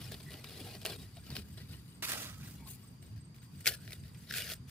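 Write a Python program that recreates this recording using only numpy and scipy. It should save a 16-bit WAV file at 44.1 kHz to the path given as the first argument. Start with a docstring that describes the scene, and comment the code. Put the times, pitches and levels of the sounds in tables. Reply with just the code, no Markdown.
"""Dry husks are twisted and torn off corn ears by hand, a little left of a pair of microphones.
The leaves rustle as filtered noise driven by dense random creases; snapping fibres are resonant noise
bursts over damped modes of the ear. A husk lands on a pile at the right. Rubs, a short knock and soft
bumps throughout add wavering tones and damped sines. Behind them two crickets sing as shaped tones and
throbbing narrow-band noise, over a far low rumble and a faint hiss made of random spectra."""
import sys
import numpy as np
from scipy import signal
from scipy.fft import rfft, irfft
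from scipy.io import wavfile
from scipy.ndimage import uniform_filter1d

SR = 44100
rng = np.random.default_rng(int(sys.argv[2]) if len(sys.argv) > 2 else 0)


def boost(x):
    """Linear amplitude factor 10**(x/20) for a level x in decibels (scalar or array-like)."""
    u = np.asarray(x, float) / 20
    return 10 ** u


def put_to_file(sound):
    """Save the sound as 16-bit audio at rate SR, in the file named by the first command-line argument."""
    columns = np.atleast_2d(sound).T  # one column per channel
    safe = np.clip(columns, -1, 1)
    whole_steps = np.round(safe * 32767)
    wavfile.write(sys.argv[1], SR, whole_steps.astype(np.int16))


N = 207490

# Pulls, twists and slides of the leaves: start_s, length_s, first_level_db, last_level_db,
# treble_db (relative)
PULLS = [(0, 0.13, -48.5, -55, -5.5), (0.111, 0.039, -45, -49.5, -6.5), (0.199, .015, -44, -59, -8),
         (0.302, 0.14, -49.5, -60.5, -4.5), (0.436, 0.046, -53.5, -54, -6), (0.483, .19, -52.5, -50, -4.5),
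         (0.674, 0.096, -51, -52, -5), (0.808, 0.062, -51.5, -60, -9), (0.854, .113, -41, -53, -4),
         (.89, 0.047, -43.5, -47, -8.5), (.985, 0.08, -56, -60, -2.5), (1.16, 0.041, -58, -59.5, -4),
         (1.231, 0.063, -58.5, -54, -4), (1.301, 0.047, -46, -54, -5.5), (1.35, 0.073, -40.5, -56, -4),
         (1.572, 0.087, -50.5, -62.5, -9), (1.684, 0.051, -60.5, -52.5, -4.5), (1.735, 0.078, -53, -69, -5),
         (1.874, .04, -65, -69, -2), (2.022, 0.033, -35, -34.5, -4.5), (2.059, 0.041, -43, -32.5, -4.5),
         (2.097, .018, -35.5, -40, -3), (2.116, 0.046, -32, -40, -6.5), (2.161, 0.089, -42, -41, -5),
         (2.249, 0.058, -44.5, -49, -5.5), (2.31, 0.071, -50.5, -63.5, -9), (2.388, 0.075, -58.5, -50, -7),
         (2.468, .09, -51, -62.5, -3), (2.664, 0.027, -62, -57, 7.5), (2.693, 0.066, -56, -63.5, 12),
         (3.02, 0.12, -61, -71, -3.5), (3.159, 0.046, -59.5, -72, -7), (3.343, 0.04, -64.5, -68, 0),
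         (3.416, .05, -59.5, -67, -1), (3.553, 0.072, -69, -66, 0), (3.603, 0.019, -51.5, -65, 3),
         (3.64, 0.023, -59, -39, -1.5), (3.666, 0.033, -23.5, -38.5, 1), (3.699, 0.053, -41, -46, -3),
         (3.756, 0.026, -48, -67, -4), (3.8, 0.138, -62.5, -54.5, -3), (3.925, 0.022, -43, -60, 1),
         (3.947, .06, -56, -71, -2), (4.045, 0.065, -56.5, -67, -4.5), (4.144, 0.025, -59, -68, -7),
         (4.167, 0.11, -63, -62, -1), (4.268, 0.041, -60.5, -45.5, -7.5), (4.304, 0.017, -39, -51, -10),
         (4.319, 0.055, -45.5, -32, -5), (4.375, 0.095, -35.5, -45, -5), (4.471, 0.047, -43, -38, -6),
         (4.516, 0.026, -38, -49.5, -0.5), (4.548, 0.035, -50.5, -71, -4), (4.669, 0.027, -70, -52, -4)]
CATCH_S, LET_GO_DB_PER_S = 0.0046, 1500  # a pull catches quickly and stops as the fingers let go
# Loose leaves stirring between pulls: time_s, level_db, body_db (relative, of cob and hand)
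STIR = [(0, -58, -4.5), (.28, -58.5, -0.5), (.45, -63, -0.5), (.65, -57.5, 2), (.95, -62, 1.5),
        (1.15, -65.5, -3), (1.5, -63, -3.5), (1.95, -67, -7), (2.05, -71, -13), (2.17, -51, -0.5),
        (2.3, -59, -7), (2.6, -62, -8), (2.88, -66, -2), (3.2, -104, -5), (3.55, -65, -14),
        (3.9, -65.5, -3), (4.32, -72, -17), (4.45, -85, -11), (4.62, -76, -9.5)]
STIR_TREBLE_DB = -0.5  # relative
# Relative spectrum of the husk in the hands: frequency_hz, density_db (per Hz)
HUSK = [(150, -32), (260, -9.5), (430, 1), (530, -13.5), (660, -3.5), (850, -10), (1080, -6), (1400, -5.5),
        (2300, -2.5), (4800, 0.5), (5600, -5), (6300, -9), (10500, -4.5), (15400, -6.5), (16000, -35)]
# Relative spectrum of the tighter husk of the next ear: frequency_hz, density_db (per Hz)
FRESH_HUSK = [(150, -31), (260, -17), (430, 2.5), (530, -5), (660, 1.5), (850, -24), (1080, -27),
              (1400, -2.5), (2300, -1.5), (4800, -2), (5600, -3.5), (6300, -7.5), (10500, -4), (15400, -4),
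              (16000, -38)]
FRESH_S = 2.9  # the next ear is picked up
# Relative spectrum of the loose leaves on the right: frequency_hz, density_db (per Hz)
PILE = [(150, -26), (250, 2.5), (379, -12), (637, -5.5), (917, -6.5), (1230, -1), (2030, -3.5),
        (2680, -2.5), (3080, -2), (10400, -5.5), (15500, -4), (16000, -38)]
# Left-right likeness of the rustle and snaps: frequency_hz, likeness (0-1)
LIKENESS = [(300, 0.86), (1000, 0.87), (3000, 0.57), (8000, 0.19), (15000, 0.47)]
# Place of the rustle and snaps: time_s, left_minus_right_db, left_lead_samples
PLACE = [(0, 2, 1), (1, 1.5, 1), (2.01, 5, 5), (2.02, -2.5, -4.5), (2.35, -3, -5), (2.56, 0, -2.5),
         (2.6, 4.5, 3.5), (3.6, 1.6, 2), (4.7, 1.5, 0.5)]
# Fibres that snap: start_s, level_db (relative), ring_hz, treble_db (relative), body_db (relative)
SNAPS = [(0.1201, -33.5, 3700, 3, 0), (0.1426, -38, 3950, -4, 4.5), (0.206, -50, 2220, -4, -15),
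         (0.3183, -42, 2770, -12, -19), (0.341, -38.5, 2850, -12, -28), (0.4434, -37.5, 2530, -9, -19),
         (0.4949, -44, 3680, -2, -2), (0.615, -51, 3350, 5, -20), (0.752, -37.5, 4630, -3, 1),
         (0.817, -42.5, 3250, 5, -13), (0.831, -44, 4290, 4, 3), (0.8511, -24, 2670, 4, 0.5),
         (0.8549, -23, 2900, -11, -4), (0.862, -22.5, 2800, 0.5, -4), (0.9004, -43, 3520, -3, 5),
         (1.1704, -44, 3030, -12, -4), (1.266, -44, 3000, -8, -8), (1.3034, -36.5, 4900, -2, -5),
         (1.3565, -34.5, 3540, -4, -1.5), (1.3656, -28.5, 1600, -11, -18), (1.5798, -48, 3600, -10, 8),
         (2.0244, -33, 3900, -25, -6.5), (2.0364, -26.5, 1210, -14, -7.5), (2.0928, -34, 2570, -5, -12),
         (2.119, -21, 1210, 5, -22), (2.6744, -43.5, 4460, -9, -6), (3.0273, -45.5, 2290, -3, -10),
         (3.178, -54, 4900, -4, -11), (3.345, -55, 2310, -8, -22), (3.385, -53, 2290, -8, -20),
         (3.432, -56, 2300, -4, -20), (3.6076, -42.5, 1840, 8, -10), (3.6584, -21.5, 2340, -5, -24),
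         (3.6681, -17.5, 2240, -6, -12.5), (3.6734, -16.5, 2030, -4, -9), (3.6754, -11, 5080, -4, -33),
         (3.6814, -26.5, 4800, -10, -16), (3.688, -26, 3010, -1, -18), (3.721, -34, 1740, 1, -9.5),
         (3.8774, -40.5, 1780, -17, -3), (3.9071, -39, 2160, -3, -1), (3.9213, -37.5, 2180, -7, -17),
         (3.9314, -34, 3800, -8, -12), (4.0372, -50.5, 2720, -13, -12), (4.146, -50, 3140, -9, -6),
         (4.3095, -30, 1620, -15, -38), (4.3236, -33.5, 1720, -5, -27.5), (4.339, -28, 1590, -12, -20),
         (4.3704, -34, 4210, -2, -14), (4.3832, -24.5, 2300, -2, -15), (4.5, -31, 2670, -5, -8),
         (4.5191, -33, 3180, -5, 0.5), (4.5357, -34, 4760, -1.5, -11)]
# Modes of the ear knocked by a snap: frequency_hz, level_db (relative), t60_s
EAR_MODES = [(409, -8, 0.094), (443, -12, 0.046), (639, -5, 0.13), (686, -0.5, 0.027)]
# Rubbed leaves that sing, and a short knock at 1.16 s:
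# start_s, length_s, start_hz, end_hz, level_db (before the strength varies)
SQUEAKS = [(0.248, 0.07, 1980, 1900, -57), (0.298, 0.13, 1930, 2035, -64), (0.315, 0.059, 615, 610, -63),
           (1.163, 0.029, 688, 670, -56.5), (2.192, 0.26, 1242, 1312, -66),
           (2.583, 0.072, 2230, 2290, -67.5), (2.57, 0.14, 970, 836, -65), (2.658, 0.035, 1067, 1060, -62),
           (2.825, 0.038, 1117, 1170, -68), (3.785, 0.017, 1490, 1470, -62),
           (3.798, 0.103, 1523, 1790, -69), (3.7, 0.068, 1712, 1734, -56)]
# Soft low bumps of a hand or an ear: start_s, level_db (before decay), frequency_hz
THUDS = [(0.345, -41.5, 287), (.612, -39.5, 262), (0.753, -48, 302), (1.298, -45, 169), (1.325, -34, 143),
         (1.385, -35.5, 195), (2.22, -46.5, 201)]
FIRST_CHIRP_S, CHIRP_EVERY_S = .033, .1863  # the near cricket keeps strict time
# Trill of the far cricket: time_s, level_db (before the stereo tilt)
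TRILL = [(0, -72), (1, -73), (2, -74.5), (3.1, -74), (4, -72), (4.7, -74)]
# Relative spectrum of the field at rest: frequency_hz, density_db (per Hz)
FIELD = [(25, -27), (42, -34), (62, -4), (115, 0.5), (170, -5.5), (240, -11), (310, -20), (600, -35),
         (1000, -32), (1700, -36), (5000, -41.5), (6500, -42), (10000, -42), (15400, -56), (16000, -76)]
FIELD_DB = -50  # rms
# Left-right likeness of the field: frequency_hz, likeness (0-1)
FIELD_LIKENESS = [(60, 1), (180, 0.92), (400, 0.74), (900, 0), (3000, 0), (15000, 0)]
# Swells and dips of the low rumble, used about their mean: time_s, level_db
RUMBLE = [(0.0, -51), (1.26, -52), (1.32, -46.5), (1.57, -55), (1.61, -46), (1.64, -51.5), (2.67, -49.5),
          (2.83, -53.5), (2.96, -50.5), (4.7, -51.5)]


def evened(x):
    """Normalization: scales a signal to unit rms."""
    return x / np.sqrt(np.mean(x ** 2) + 1e-20)


def read(points, hz):
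    """Interpolation: reads a curve on a logarithmic frequency axis."""
    f, value = np.transpose(points)
    return np.interp(np.log(hz + 1), np.log(f + 1), value)


def add(mix, s, sound):
    """Superposition: adds a two-channel sound at time s."""
    part = mix[:, round(s * SR):][:, :sound.shape[1]]
    part += sound[:, :part.shape[1]]


def partly_alike(left, other, likeness, hz):
    """Partial coherence: the right spectrum shares part of the left and keeps its expected power."""
    same = np.clip(read(likeness, hz), 0, 1)
    return np.array([left, same * left + np.sqrt(1 - same ** 2) * other])


def rustle(per_s=2500, ticks_per_s=120):
    """Filtered shot noise: random creases in clumps shake the leaf, whose spectrum colours them."""
    control_s = np.arange(0, N / SR, .001)
    level, treble_db, body_db = handling(control_s)
    clumps = evened(uniform_filter1d(uniform_filter1d(rng.standard_normal(N), 300), 300))
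    crease_db = 2.0 * np.minimum(rng.exponential(1, N), 4)
    size = boost(crease_db) * (rng.random(N) < per_s / SR)
    puffs = signal.lfilter([1], [1, -np.exp(-1 / 103.0)], size)  # decay constant in samples
    # stiff veins crack with a shorter decay
    cracks = rng.exponential(1, N) * (rng.random(N) < ticks_per_s / SR)
    ticks = signal.lfilter([1], [1, -np.exp(-1 / 45.0)], cracks)
    envelope = (1.0 + evened(puffs) + 0.38 * evened(ticks)) * boost(-clumps)
    shake = envelope * rng.standard_normal((2, N))
    shake[0] = evened(evened(shake[0]) + 0.51 * creases(size))
    shake /= shake.std(1)[:, None]
    hz, t, (left, other) = signal.stft(shake, SR, nperseg=512, noverlap=384)
    hz = hz[:, None]
    both = partly_alike(left, other, LIKENESS, hz)
    # small time-frequency patches make the colour uneven
    patches = uniform_filter1d(rng.standard_normal(left.shape), 3, 0)
    patches = evened(uniform_filter1d(patches, 10, 1))
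    treble_db, body_db = np.interp(t, control_s, treble_db), np.interp(t, control_s, body_db)
    colour = boost(husk_db(t, hz, treble_db, body_db) + 1.8 * patches)
    spectra = both * colour * sides(t, hz)
    leaves = signal.istft(spectra, SR, nperseg=512, noverlap=384)[1][:, :N]
    return np.interp(np.arange(N) / SR, control_s, level) * evened(leaves)


def handling(t):
    """Power summation: pulls add to the stirring, and treble is weighted by their power."""
    start, length, first_db, last_db, treble_db = np.transpose(PULLS)[:, :, None]
    since = t - start
    db = first_db + (last_db - first_db) * np.clip(since / length, 0, 1)
    db = db - LET_GO_DB_PER_S * np.clip(since - length, 0, 1)
    power = (boost(db) * np.clip(since / CATCH_S, 0, 1)) ** 2
    s, stir_db, body_db = np.transpose(STIR)
    stir = boost(np.interp(t, s, stir_db)) ** 2
    total = power.sum(0) + stir
    treble = ((power * treble_db).sum(0) + stir * STIR_TREBLE_DB) / total
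    return np.sqrt(total), treble, np.interp(t, s, body_db)


def creases(size):
    """Damped resonance: about a quarter of the creases free a scrap ringing at one of 40 pitches."""
    t, out = np.arange(900) / SR, np.zeros(N)
    scrap = rng.integers(0, 160, N)
    for k, hz in enumerate(np.geomspace(350, 14000, num=40)):
        decay = np.exp(-t / 0.013 * (1 + (hz / 6000) ** 2))  # high pitches die sooner
        ring = decay * np.sin(2 * np.pi * hz * rng.uniform(0.92, 1.04) * t) * np.sqrt(hz)
        out += signal.oaconvolve(size * (scrap == k), ring)[:N]
    return evened(out)


def husk_db(s, hz, treble_db, body_db):
    """Spectral envelope: blends hands and pile by place, then shifts the treble and low body."""
    when, _, lead = np.transpose(PLACE)
    in_hands = np.clip(np.interp(s, when, lead), 0, 1)
    held = np.where(s < FRESH_S, read(HUSK, hz), read(FRESH_HUSK, hz))
    leaf = in_hands * held + (1 - in_hands) * read(PILE, hz)
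    high = np.clip((hz - 5400) / 1200, 0, 1)
    low = np.clip((950 - hz) / 200, 0, 1)
    return leaf + high * (treble_db + 3.5) + low * (body_db + 7.5)


def sides(s, hz):
    """Level and phase difference between microphones; the housing adds a turn near 800 Hz."""
    when, pan_db, lead = np.transpose(PLACE)
    pan_db, lead = np.interp(s, when, pan_db), np.interp(s, when, lead)
    housing = 1.3 * np.tanh(lead) * np.exp(-(np.log(hz / 800 + 1e-6) / .45) ** 2)
    turn = 2 * np.pi * hz * lead / SR + housing
    half = boost(pan_db / 2) * np.exp(.5j * turn)
    return np.array([half, 1 / half])


def snap(s, db, ring_hz, treble_db, body_db, noise):
    """Impulsive excitation: a fizzing crack rings the freed strip and knocks modes of the ear."""
    t, hz = np.arange(noise.shape[1]) / SR, np.fft.rfftfreq(4096, 1 / SR)
    decay = np.exp(-t / .0007) + boost(-13) * np.exp(-t / .0055)  # crack, then weaker tail
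    crack = decay * noise + 3 * (t == 0)
    left, other = rfft(crack, 4096)
    both = partly_alike(left, other, LIKENESS, hz)
    strip = 1 + 2 / (1 + ((hz - ring_hz) / (0.088 * ring_hz)) ** 2)
    log_gain = np.log(boost(husk_db(s, hz, treble_db, body_db)) * strip + 1e-4)
    # minimum phase, so that the colour follows the crack
    phase = -signal.hilbert(np.r_[log_gain, log_gain[-2:0:-1]]).imag[:len(hz)]
    later = np.exp(-2j * np.pi * hz * 8 / SR)  # delay of 8 samples
    sound = irfft(both * np.exp(log_gain + 1j * phase) * sides(s, hz) * later)
    t = np.arange(4096) / SR
    knock = sum(boost(mode_db - 60 * t / t60) * np.sin(2 * np.pi * f * t) for f, mode_db, t60 in EAR_MODES)
    return boost(db) * (1.61 * sound / abs(sound).max() + boost(body_db - 18.5) * knock)


def note(hz, db):
    """Phase integration: a soft-edged tone follows a pitch curve."""
    tone = np.sin(2 * np.pi * np.cumsum(hz) / SR)
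    return boost(db) * tone * signal.windows.tukey(len(hz), .6) * np.ones((2, 1))


def squeaks():
    """Tonal vibration: rubbed leaves and one short knock sound, wavering in pitch and strength."""
    out = np.zeros((2, N))
    for s, length, start_hz, end_hz, db in SQUEAKS:
        wander = evened(uniform_filter1d(rng.standard_normal((2, 14000)), 120))
        waver, strength = wander[:, :round(length * SR)]
        pitch_hz = np.linspace(start_hz, end_hz, len(waver)) * (1 + 0.017 * waver)
        add(out, s, note(pitch_hz, db) * (1 + 0.68 * strength))
    return out


def thuds():
    """Damped oscillation: a soft low push dies in a few cycles."""
    out, t = np.zeros((2, N)), np.arange(2500) / SR
    for s, db, hz in THUDS:
        push = np.sin(2 * np.pi * hz * t) * np.exp(-hz * t / 1.66)
        add(out, s, boost(db) * push * np.ones((2, 1)))
    return out


def near_cricket(chirp_db=-63, note_s=0.024, gap_s=.043, chirp_hz=8350):
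    """Pulsed tones: on the right, two notes and a faint third sag in pitch at their ends."""
    out, u = np.zeros((2, N)), np.linspace(0, 1, round(note_s * SR))
    pitch_hz = chirp_hz * (1 - 0.013 * u ** 4)
    for s in np.arange(FIRST_CHIRP_S, N / SR, CHIRP_EVERY_S):
        for later, weaker_db in ((0, 0), (gap_s, 0), (2 * gap_s - note_s / 2, -9)):
            # each note is roughened by random level changes
            uneven_db = 3.5 * evened(uniform_filter1d(rng.standard_normal((2, len(u))), 200))
            side_db = np.array([[-1.5], [1.5]])
            add(out, s + later, note(pitch_hz, chirp_db + weaker_db) * boost(side_db + uneven_db))
    return out


def far_cricket(trill_hz=4750, strokes_per_s=38):
    """Amplitude modulation: a narrow noise band throbs at a drifting rate, slightly to the left."""
    t = np.arange(N) / SR
    drift = evened(uniform_filter1d(rng.standard_normal(N), 4000))
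    throb = 1.3 + np.cos(np.pi * np.cumsum(strokes_per_s * (1 + 0.04 * drift)) / SR) ** 2
    fuzz = uniform_filter1d(uniform_filter1d(rng.standard_normal((2, 2, N)), 130), 130)
    angle = 2 * np.pi * trill_hz * t
    trill = throb * (fuzz[0] * np.cos(angle) + fuzz[1] * np.sin(angle))
    level = boost(np.interp(t, *np.transpose(TRILL)))
    return level * evened(trill) * boost(np.array([[1.5], [-1.5]]))


def field():
    """Spectral synthesis: random spectra form rumble and hiss with slow patches and low swells."""
    frames, hz = N // 512 + 5, np.fft.rfftfreq(2048, 1 / SR)[:, None]
    a, b, c, d, patches = rng.standard_normal((frames, 1025, 5)).T
    patches = evened(uniform_filter1d(uniform_filter1d(patches, 20, 0), 6, 1))
    both = partly_alike(a + 1j * b, c + 1j * d, FIELD_LIKENESS, hz)
    s, db = np.transpose(RUMBLE)
    swell_db = np.interp((np.arange(frames) - 2) * 512 / SR, s, db - db.mean())
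    swell_db = swell_db / (1 + (hz / 300) ** 4)  # fades out above the rumble
    both *= boost(read(FIELD, hz) + 1.45 * patches + swell_db)
    air = signal.istft(both, nperseg=2048, noverlap=1536)[1][:, :N]
    return boost(FIELD_DB) * evened(air)


def scene():
    """Superposition: husks sound over the crickets and the field."""
    mix = rustle()
    for row, noise in zip(SNAPS, rng.standard_normal((len(SNAPS), 2, 1200))):
        add(mix, row[0], snap(*row, noise))
    return mix + squeaks() + thuds() + near_cricket() + far_cricket() + field()


def top_cut(x):
    """Nothing passes above the cut-off."""
    return signal.sosfilt(signal.butter(12, 16640, fs=SR, output="sos"), x)


def record(dry):
    """High-pass filtering: the microphones cut the deep bass below about 56 Hz."""
    high_pass = signal.butter(4, 56, "high", fs=SR, output="sos")
    mix = signal.sosfilt(high_pass, dry)
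    return top_cut(mix)


dry = scene()
out = record(dry)
put_to_file(out)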